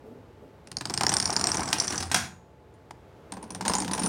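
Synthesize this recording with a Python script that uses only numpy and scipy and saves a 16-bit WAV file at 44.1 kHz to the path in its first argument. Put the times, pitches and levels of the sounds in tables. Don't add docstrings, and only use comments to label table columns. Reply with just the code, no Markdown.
import sys
import numpy as np
from scipy import signal
from scipy.fft import rfft, irfft, next_fast_len
from scipy.io import wavfile
from scipy.ndimage import uniform_filter1d

SR = 44100
rng = np.random.default_rng(int(sys.argv[2]) if len(sys.argv) > 2 else 0)


def waveform_to_disk(signal):
    frames = np.transpose(np.atleast_2d(signal))
    scaled = np.clip(frames, -1, 1) * 32767
    samples = np.round(scaled).astype(np.int16)
    wavfile.write(sys.argv[1], SR, samples)


N = 180280

# f/Hz, relative level/dB
KNOCK_SPECTRA = [
    [(200, -14), (380, 4), (540, -6.5), (740, 5.5), (1150, -1), (1650, -7), (2600, -14.5), (5000, -36.5)],
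    [(200, -13.5), (580, -6), (860, 5), (1040, 2), (1200, -10), (1550, -12), (5000, -42.5)],
]
# f/Hz, relative level/dB
BOARD_SPECTRA = [
    [(40, -28), (68, -6), (86, 4), (105, -0.5), (129, 6.5), (150, 0), (175, 3.5), (250, 1.5), (340, -1),
     (800, -52.5)],
    [(40, -34), (125, -8), (150, -13.5), (174, 7.5), (240, 1), (305, 4.5), (380, -9), (460, -4.5),
     (900, -55)],
]
# first row, its crash, a lone hollow knock, second row on another part of the floor
# start t/s, first chatter before softness/s, knock t60/s, thud trim level/dB, rebound over strike level/dB
STAGES = [(0.6, 0.0045, 0.048, -1.5, -14), (2.099, 0.034, 0.043, -2, -12.5), (2.8, 0.003, 0.016, -8, -18.5),
          (3.2, 0.011, 0.05, -2, -10.5)]


def amp(db):
    return 10 ** (np.asarray(db) / 20)


def unit(x):
    return x / np.sqrt(np.mean(x ** 2) + 1e-20)


def blow(x):
    return x * np.sqrt(0.005 * SR / (np.sum(x ** 2) + 1e-20))


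def fade(t, t60):
    return np.exp(-np.log(1000) * t / max(t60, 1e-4))


def along(points, hz):
    f, v = np.transpose(points)
    return np.interp(np.log(hz + 1), np.log(f + 1), v)


def curves(rows):
    s, *columns = np.transpose(rows)
    t = np.arange(N) / SR
    envelopes = [amp(np.interp(t, s, column, left=-120, right=-120)) for column in columns]
    return [uniform_filter1d(envelope, size=800) for envelope in envelopes]


def add(track, s, x):
    i = max(round(s * SR), 0)
    track[i:i + len(x)] += x[:len(track) - i]


def response(spectrum, size=4096):
    cepstrum = irfft(np.log(amp(along(spectrum, np.fft.rfftfreq(size, 1 / SR)))))
    cepstrum[1:size // 2] *= 2
    cepstrum[size // 2 + 1:] = 0
    return irfft(np.exp(rfft(cepstrum)))


def through(x, body):
    return signal.fftconvolve(x, body)[:len(x)]


def noise(spectrum):
    gain = amp(along(spectrum, np.fft.rfftfreq(N, 1 / SR)))
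    return unit(irfft(rfft(rng.standard_normal(N)) * gain, N))


def grains(rate, t60, scatter_db, spectrum):
    sizes = amp(scatter_db * rng.standard_normal(N).clip(-2, 2))
    slips = (rng.random(N) < rate / SR) * sizes
    envelope = through(slips, fade(np.arange(SR // 25) / SR, t60))
    bursts = envelope * rng.standard_normal(N)
    return unit(through(bursts, response(spectrum)))


def room_air():
    # f/Hz, relative level/dB
    air_spectrum = [(25, -32), (60, 3), (110, 2.5), (220, -6), (400, -2), (1300, -17), (6400, -36.5),
                    (16000, -46)]
    # t/s, level/dB
    air_level = [(0, -51.5), (0.601, -51.5), (2.601, -54.5), (3.2, -50), (4.09, -40.5)]
    s, db = np.transpose(air_level)
    return amp(np.interp(np.arange(N) / SR, s, db)) * noise(air_spectrum)


def wavering_tone():
    drift_hz = 4 * unit(uniform_filter1d(rng.standard_normal(N), size=2000))
    return amp(-64.5) * np.sin(2 * np.pi * np.cumsum(865 + drift_hz) / SR)


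def soft_bumps():
    # t/s, level/dB, rise/s, t60/s
    bumps = [(0.025, -44, 0.044, 0.72), (0.389, -46.5, 0.045, 0.44)]
    # f/Hz, relative level/dB
    bump_spectrum = [(90, -45), (260, 14), (310, -6.5), (440, 10), (600, -3), (2000, -40)]
    out, t = np.zeros(N), np.arange(N) / SR
    for start, level_db, rise, t60 in bumps:
        envelope = np.minimum(t / rise, 1) * fade(np.maximum(t - rise, 0), t60)
        add(out, start, amp(level_db) * noise(bump_spectrum) * envelope)
    return out


def room(x, wall_db, count=8):
    # f/Hz, t60/s
    room_decay = [(100, 0.92), (330, 0.11), (750, 0.41), (4850, 0.27), (12800, 0.28)]
    out, step = np.zeros(N), SR // 20
    for start in range(0, N, step):
        hz, t, bins = signal.stft(rng.standard_normal(SR * 2 // 3), SR, nperseg=256)
        decay = amp(-60 * t / along(room_decay, hz)[:, None])
        tail = signal.istft(bins * decay, SR, nperseg=256)[1]
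        tail *= 1 - fade(np.arange(len(tail)) / SR, 0.045)
        tail /= np.linalg.norm(tail)
        walls = (rng.uniform(0.003, 0.025, count) * SR).astype(int)
        tail[walls] += amp(wall_db) * rng.standard_normal(count)
        part = x[start:start + 2 * step]
        window = np.sin(np.pi * np.arange(len(part)) / (2 * step))
        add(out, start / SR, signal.fftconvolve(part * window, tail))
    return out


def crash_boom():
    # t/s, mean f/Hz, level/dB, t60/s
    crash_partials = [(1.99, 85, -33, 1), (2.119, 134.3, -42, .6), (2.135, 180, -36, .7),
                      (2.145, 232, -35.5, .5), (2.146, 6800, -38, .48)]
    out, t = np.zeros(N), np.arange(SR) / SR
    for s, hz, db, t60 in crash_partials:
        phase = np.cumsum(hz * (1 + 0.14 * rng.standard_normal(SR))) / SR
        envelope = fade(t, t60) * (1 - fade(t, 0.04))
        add(out, s, amp(db) * np.sin(2 * np.pi * phase) * envelope)
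    return out


def settling():
    # t/s, knocking level/dB, ticking level/dB, floor thumping level/dB
    settling_levels = [
        [(0.85, -43, -48.5, -37.5), (1.1, -30, -34, -31.5), (1.3, -29.5, -35, -35), (1.6, -27.5, -33, -35.5),
         (2.02, -38.5, -32, -41), (2.12, -52, -48, -40.5)],
        [(3.34, -40, -68.5, -61), (3.58, -67, -74, -43), (3.74, -39, -33.5, -31), (3.87, -38, -50, -29.5),
         (4.09, -26.5, -31.5, -27)],
    ]
    # f/Hz, relative level/dB
    tick_spectrum = [(1500, 7), (3200, -6.5), (6100, -4), (8000, 1), (9300, 7), (10800, -21.5),
                     (15000, -24)]
    wood, floor = np.zeros(N), np.zeros(N)
    for rows, knock, boards in zip(settling_levels, KNOCK_SPECTRA, BOARD_SPECTRA):
        knocking, ticking, thumping = curves(rows)
        knocks = grains(rate=170, t60=0.022, scatter_db=3, spectrum=knock)
        ticks = grains(rate=170, t60=0.008, scatter_db=4, spectrum=tick_spectrum)
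        thumps = grains(rate=110, t60=0.045, scatter_db=2, spectrum=boards)
        wood += amp(-10.5) * knocking * knocks
        wood += amp(-6.5) * ticking * ticks
        floor += amp(-9) * thumping * thumps
    return wood, floor


def stage_at(s):
    return sum(s > later[0] for later in STAGES[1:])


def tumble(count=12):
    start_s, length_s = 2.153, 0.12
    first_crack_db, fall_db_per_s = -29, 162.5
    knock_over_crack_db = -19
    rows = []
    for k in range(count):
        late = length_s * (k + rng.random()) / count
        db = first_crack_db - fall_db_per_s * late
        rows.append((start_s + late, db, db + knock_over_crack_db, []))
    return rows


def contacts():
    # t/s, main ring f/Hz, main ring level/dB,
    # upper ring f/Hz, upper ring level/dB, crack level/dB, board knock level/dB
    ringing_strikes = [(0.6726, 5900, -51, 9300, -54, -47.5, -54), (0.7157, 5000, -41, 9070, -46, -39, -45),
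                       (0.7687, 5300, -25.5, 9300, -37, -39.5, -39.5),
                       (0.8545, 5000, -29, 8420, -39, -34.5, -35),
                       (0.8978, 5450, -33.5, 8360.0, -53.5, -34.5, -33.5),
                       (0.9391, 5950.0, -30.5, 8300, -27, -29.5, -34),
                       (0.9759, 5300, -23.5, 8880.0, -30, -30.5, -34.5),
                       (1.034, 5400, -24.5, 8900, -30.5, -25.5, -22),
                       (1.0665, 5600, -17.5, 9640.0, -45.5, -27, -25),
                       (1.0929, 5950, -20.5, 8400, -28.5, -26, -29.5),
                       (1.1272, 5840.0, -31, 9580.0, -36.5, -35, -32),
                       (1.1388, 5550, -25, 8600, -21.5, -24.5, -40.5),
                       (1.1676, 5640, -19, 9300, -27.5, -28.5, -36.0),
                       (1.2, 5370, -22.5, 8930, -26.5, -29, -33),
                       (1.2257, 5840, -25.5, 9100, -35, -33.0, -35),
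                       (1.256, 5590, -20.5, 9190.0, -30.5, -35.5, -34.5),
                       (1.2751, 5370, -32.5, 9200, -42.5, -39.5, -34),
                       (1.3034, 5900, -25.5, 9140, -42, -35, -34),
                       (1.3277, 5440, -29.5, 9230, -33, -37, -36), (1.3645, 5680, -18, 9040, -36, -30, -31),
                       (1.3949, 5470.0, -32, 8540, -33.5, -37, -32),
                       (1.4116, 5620.0, -27.0, 9300, -33.0, -32.5, -30.5),
                       (1.4407, 5670, -19.5, 8600, -29, -32.5, -31),
                       (1.47, 5530, -21.5, 8410, -25, -28.5, -31),
                       (1.4893, 5520.0, -34.5, 9500, -36, -32.5, -32.5),
                       (1.4969, 7240.0, -43.5, 8450, -28, -47, -39.5),
                       (1.5171, 5690.0, -21.5, 9430, -36, -33.5, -34.5),
                       (1.5444, 6700, -29.0, 9120.0, -41.5, -31, -30.5),
                       (1.5699, 5880, -26, 9050, -33.5, -35, -33),
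                       (1.6062, 5780.0, -32, 9200, -42.5, -41.5, -32.5),
                       (1.6345, 5800, -35.5, 9310.0, -51, -41, -40),
                       (1.6563, 6040, -36.5, 7850, -36.5, -40, -40),
                       (1.6772, 5900, -35, 8700, -42, -36.5, -36),
                       (1.6872, 5340, -33, 8600, -41, -39.5, -36.0),
                       (1.7293, 5670.0, -20.5, 9360, -30.5, -21, -28),
                       (1.7344, 5700, -34, 9810.0, -51, -39.5, -41.5),
                       (1.784, 5800, -29, 9420.0, -34.5, -39.5, -40.5),
                       (1.7997, 5880, -18, 9640, -30.0, -33, -49),
                       (1.8443, 5840, -32, 9450.0, -39.5, -39.5, -41),
                       (1.879, 5880, -24, 9460.0, -46.5, -33.5, -38.5),
                       (1.9053, 5840, -29.5, 9500.0, -41.5, -33.5, -35.5),
                       (1.957, 5960, -31.5, 9200, -43.5, -39.0, -36),
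                       (1.9786, 6000, -25, 9500, -40, -34.0, -38.5),
                       (2.0036, 5200, -34, 8930, -40, -32, -35),
                       (2.0261, 5230, -33.0, 9850, -41, -33.5, -34.5),
                       (2.739, 7010, -70, 9300, -68, -71, -75), (3.3212, 6080, -50, 8680, -37, -37, -36.5),
                       (3.4271, 5470, -62, 9300, -42.5, -49, -40),
                       (3.505, 5940, -41.5, 9360, -38.5, -41.5, -39.5),
                       (3.5482, 5900, -41, 9080, -39, -38, -38), (3.6798, 6850, -29, 8870, -23, -26.5, -27),
                       (3.6967, 5140.0, -33, 8770, -30.5, -31.5, -22.5),
                       (3.7357, 5400, -25.5, 8660, -32.0, -27, -26.5),
                       (3.7517, 7000, -24, 9340, -30.5, -29.5, -27),
                       (3.7836, 7230.0, -29, 8560, -31, -38.5, -29.0),
                       (3.802, 5400, -35, 9180, -29, -34.5, -42.5),
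                       (3.821, 6510.0, -34.5, 8900, -43.0, -36, -32),
                       (3.9122, 5050, -39, 9560, -35.5, -33, -32),
                       (3.934, 5900, -33.5, 9500, -26.5, -28.5, -31.5),
                       (3.9946, 5460, -35.5, 9020.0, -28.5, -37, -34),
                       (4.0334, 5440.0, -35, 9450, -27, -30, -41),
                       (4.0609, 6140, -32, 9380.0, -25, -34.5, -31.5)]
    # t/s, crack level/dB, board knock level/dB
    dull_strikes = [(0.8092, -32, -37), (0.9042, -37, -33), (1.0086, -23.5, -22), (1.118, -28, -26),
                    (1.593, -34.5, -26), (1.924, -29.5, -37.5), (2.1145, -22.5, -30), (2.129, -46, -37),
                    (2.1438, -15, -23), (2.9083, -45.5, -37), (3.3395, -52, -50), (3.3682, -48, -36.5),
                    (3.4391, -49.5, -42.5), (3.609, -32.5, -28.5), (3.6509, -30, -32.5),
                    (3.659, -32.5, -26), (3.7167, -35, -32.5), (3.7643, -43, -34.5), (3.8452, -34.5, -42),
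                    (3.8781, -33.5, -35.5), (3.9473, -38, -31.5), (3.9773, -31.5, -32.5),
                    (4.018, -34.5, -36.5)]
    strikes = []
    for s, main_hz, main_db, upper_hz, upper_db, crack_db, knock_db in ringing_strikes:
        strikes.append((s, crack_db, knock_db, [(main_hz, main_db), (upper_hz, upper_db)]))
    for s, crack_db, knock_db in dull_strikes:
        strikes.append((s, crack_db, knock_db, []))
    rows = list(strikes)
    for s, crack_db, knock_db, notes in strikes:
        late = rng.uniform(0.006, 0.017)
        change_db = STAGES[stage_at(s)][-1]
        softer_notes = [(hz, db + change_db) for hz, db in notes]
        rows.append((s + late, crack_db + change_db, knock_db + change_db, softer_notes))
    return rows + tumble()


def contact(t, chatter, bounce_rate, bounce_size):
    bounces = rng.random(len(t)) < bounce_rate / SR
    force = bounce_size * rng.standard_normal(len(t)) * bounces * fade(t, chatter)
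    force[0] = 1
    return force


def ring(t, hz, modes):
    pitch_scatter, level_scatter_db = 0.028, 2
    strongest_db = max(mode[1] for mode in modes)
    out = np.zeros(len(t))
    for k, (ratio, db, t60) in enumerate(modes):
        detune, tilt = rng.standard_normal(2) * (db < strongest_db)
        mode_hz = hz * ratio * (1 + pitch_scatter * detune)
        mode = np.sin(2 * np.pi * mode_hz * t) * fade(t, t60)
        mode_gain = (-1) ** k * amp(db + level_scatter_db * tilt)
        out += mode_gain * blow(mode * (1 - fade(t, 0.002)))
    return out


def block_rings(t, force, notes):
    # pitch ratio, relative level/dB, t60/s
    main_modes = [(.76, -12.5, 0.0047), (.89, -6, 0.0025), (1, 0.5, .0058), (1.27, -11, 0.021)]
    # pitch ratio, relative level/dB, t60/s
    upper_modes = [(.95, -10, 0.01), (1.001, 1.5, .026), (1.079, -15.5, 0.0094)]
    out = np.zeros(len(t))
    for (hz, db), modes in zip(notes, (main_modes, upper_modes)):
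        out += amp(db) * blow(through(force, ring(t, hz, modes)))
    return out


def grinding_crack(t, t60, rings, crack):
    rise = 0.0018 if rings else 0.008
    grind = rng.standard_normal(len(t)) * fade(t, t60) * (1 - fade(t, rise))
    return blow(through(grind, crack))


def board_knock(t, t60, body):
    # f/Hz, relative level/dB, t60/s
    plank_modes = [(772, 1, 0.087), (868.6, 6.5, .058), (1010, 2, .05), (1590, -13, .05)]
    planks = rng.standard_normal(len(t)) * fade(t, t60)
    hollow = np.zeros(len(t))
    for hz, db, mode_t60 in plank_modes:
        gain = amp(db + 3 * rng.standard_normal())
        mode_hz = hz * (1 + 0.021 * rng.standard_normal())
        hollow += gain * np.sin(2 * np.pi * (mode_hz * t + rng.random())) * fade(t, mode_t60)
    knock = blow(through(planks, body)) + amp(-3.5) * blow(hollow)
    return blow(knock * (1 - fade(t, 0.0032)))


def floor_thud(t, boards):
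    return blow(through(rng.standard_normal(len(t)) * fade(t, 0.08), boards))


def clacks():
    # f/Hz, relative level/dB
    crack_spectrum = [(500, -16), (1550, 5.5), (2200, 2.5), (3000, 1), (5500, 3.5), (7800, -2), (9200, 0),
                      (10800, -12), (15000, -21)]
    # t/s, level/dB
    hard_clicks = [(1.0668, -28), (1.7296, -22), (3.6815, -29)]
    usual_peak_db, usual_knock_db = -22.5, -34
    contact_halves_db = 13
    chatter_grows = 0.014
    grind_s = 0.01
    floor_follows = 0.5

    wood, floor = np.zeros(N), np.zeros(N)
    t = np.arange(SR // 16) / SR
    slow = np.arange(SR // 5) / SR
    crack = response(crack_spectrum)
    knock_bodies = [response(spectrum) for spectrum in KNOCK_SPECTRA]
    board_bodies = [response(spectrum) for spectrum in BOARD_SPECTRA]
    for s, crack_db, knock_db, notes in contacts():
        stage = stage_at(s)
        start, first_chatter, knock_t60, thud_db, _ = STAGES[stage]
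        row = int(stage == len(STAGES) - 1)
        loudest_db = max([crack_db] + [db for _, db in notes])
        softness = min(0.5 ** ((loudest_db - usual_peak_db) / contact_halves_db), 1.3)
        chatter = softness * (first_chatter + chatter_grows * (s - start))
        force = contact(t, chatter, bounce_rate=3200, bounce_size=0.64)
        add(wood, s, block_rings(t, force, notes))
        grind_t60 = chatter + softness * grind_s
        add(wood, s, amp(crack_db) * grinding_crack(t, grind_t60, bool(notes), crack))
        add(wood, s, amp(knock_db) * board_knock(t, knock_t60, knock_bodies[row]))
        floor_db = usual_knock_db + floor_follows * (knock_db - usual_knock_db)
        add(floor, s, amp(floor_db + thud_db) * floor_thud(slow, board_bodies[row]))
    for s, db in hard_clicks:
        add(wood, s, amp(db) * blow(crack))
    return wood, floor


def scene():
    # t/s, level/dB
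    room_send = [(0.701, -15.5), (1.3, -12.5), (1.748, -8), (2.032, -7.5), (2.141, -4.5), (2.9, -17.5),
                 (4.051, -9)]
    background = room_air() + wavering_tone() + soft_bumps()
    slips, rumble = settling()
    strikes, thuds = clacks()
    wood = strikes + slips
    send = amp(np.interp(np.arange(N) / SR, *np.transpose(room_send)))
    reverb = room(send * (wood + thuds), wall_db=-23.0)
    floor = thuds + rumble + crash_boom()
    return (wood + reverb + floor + background)[None]


def record(dry):
    mic_low_hz, top_hz = 48, 16200
    high_pass = signal.butter(3, mic_low_hz, "highpass", fs=SR, output="sos")
    thin = signal.sosfilt(high_pass, dry)
    m = next_fast_len(N + SR // 4)
    kept = np.fft.rfftfreq(m, 1 / SR) < top_hz
    return irfft(rfft(thin, m) * kept, m)[:, :N]


dry = scene()
out = record(dry)
waveform_to_disk(out)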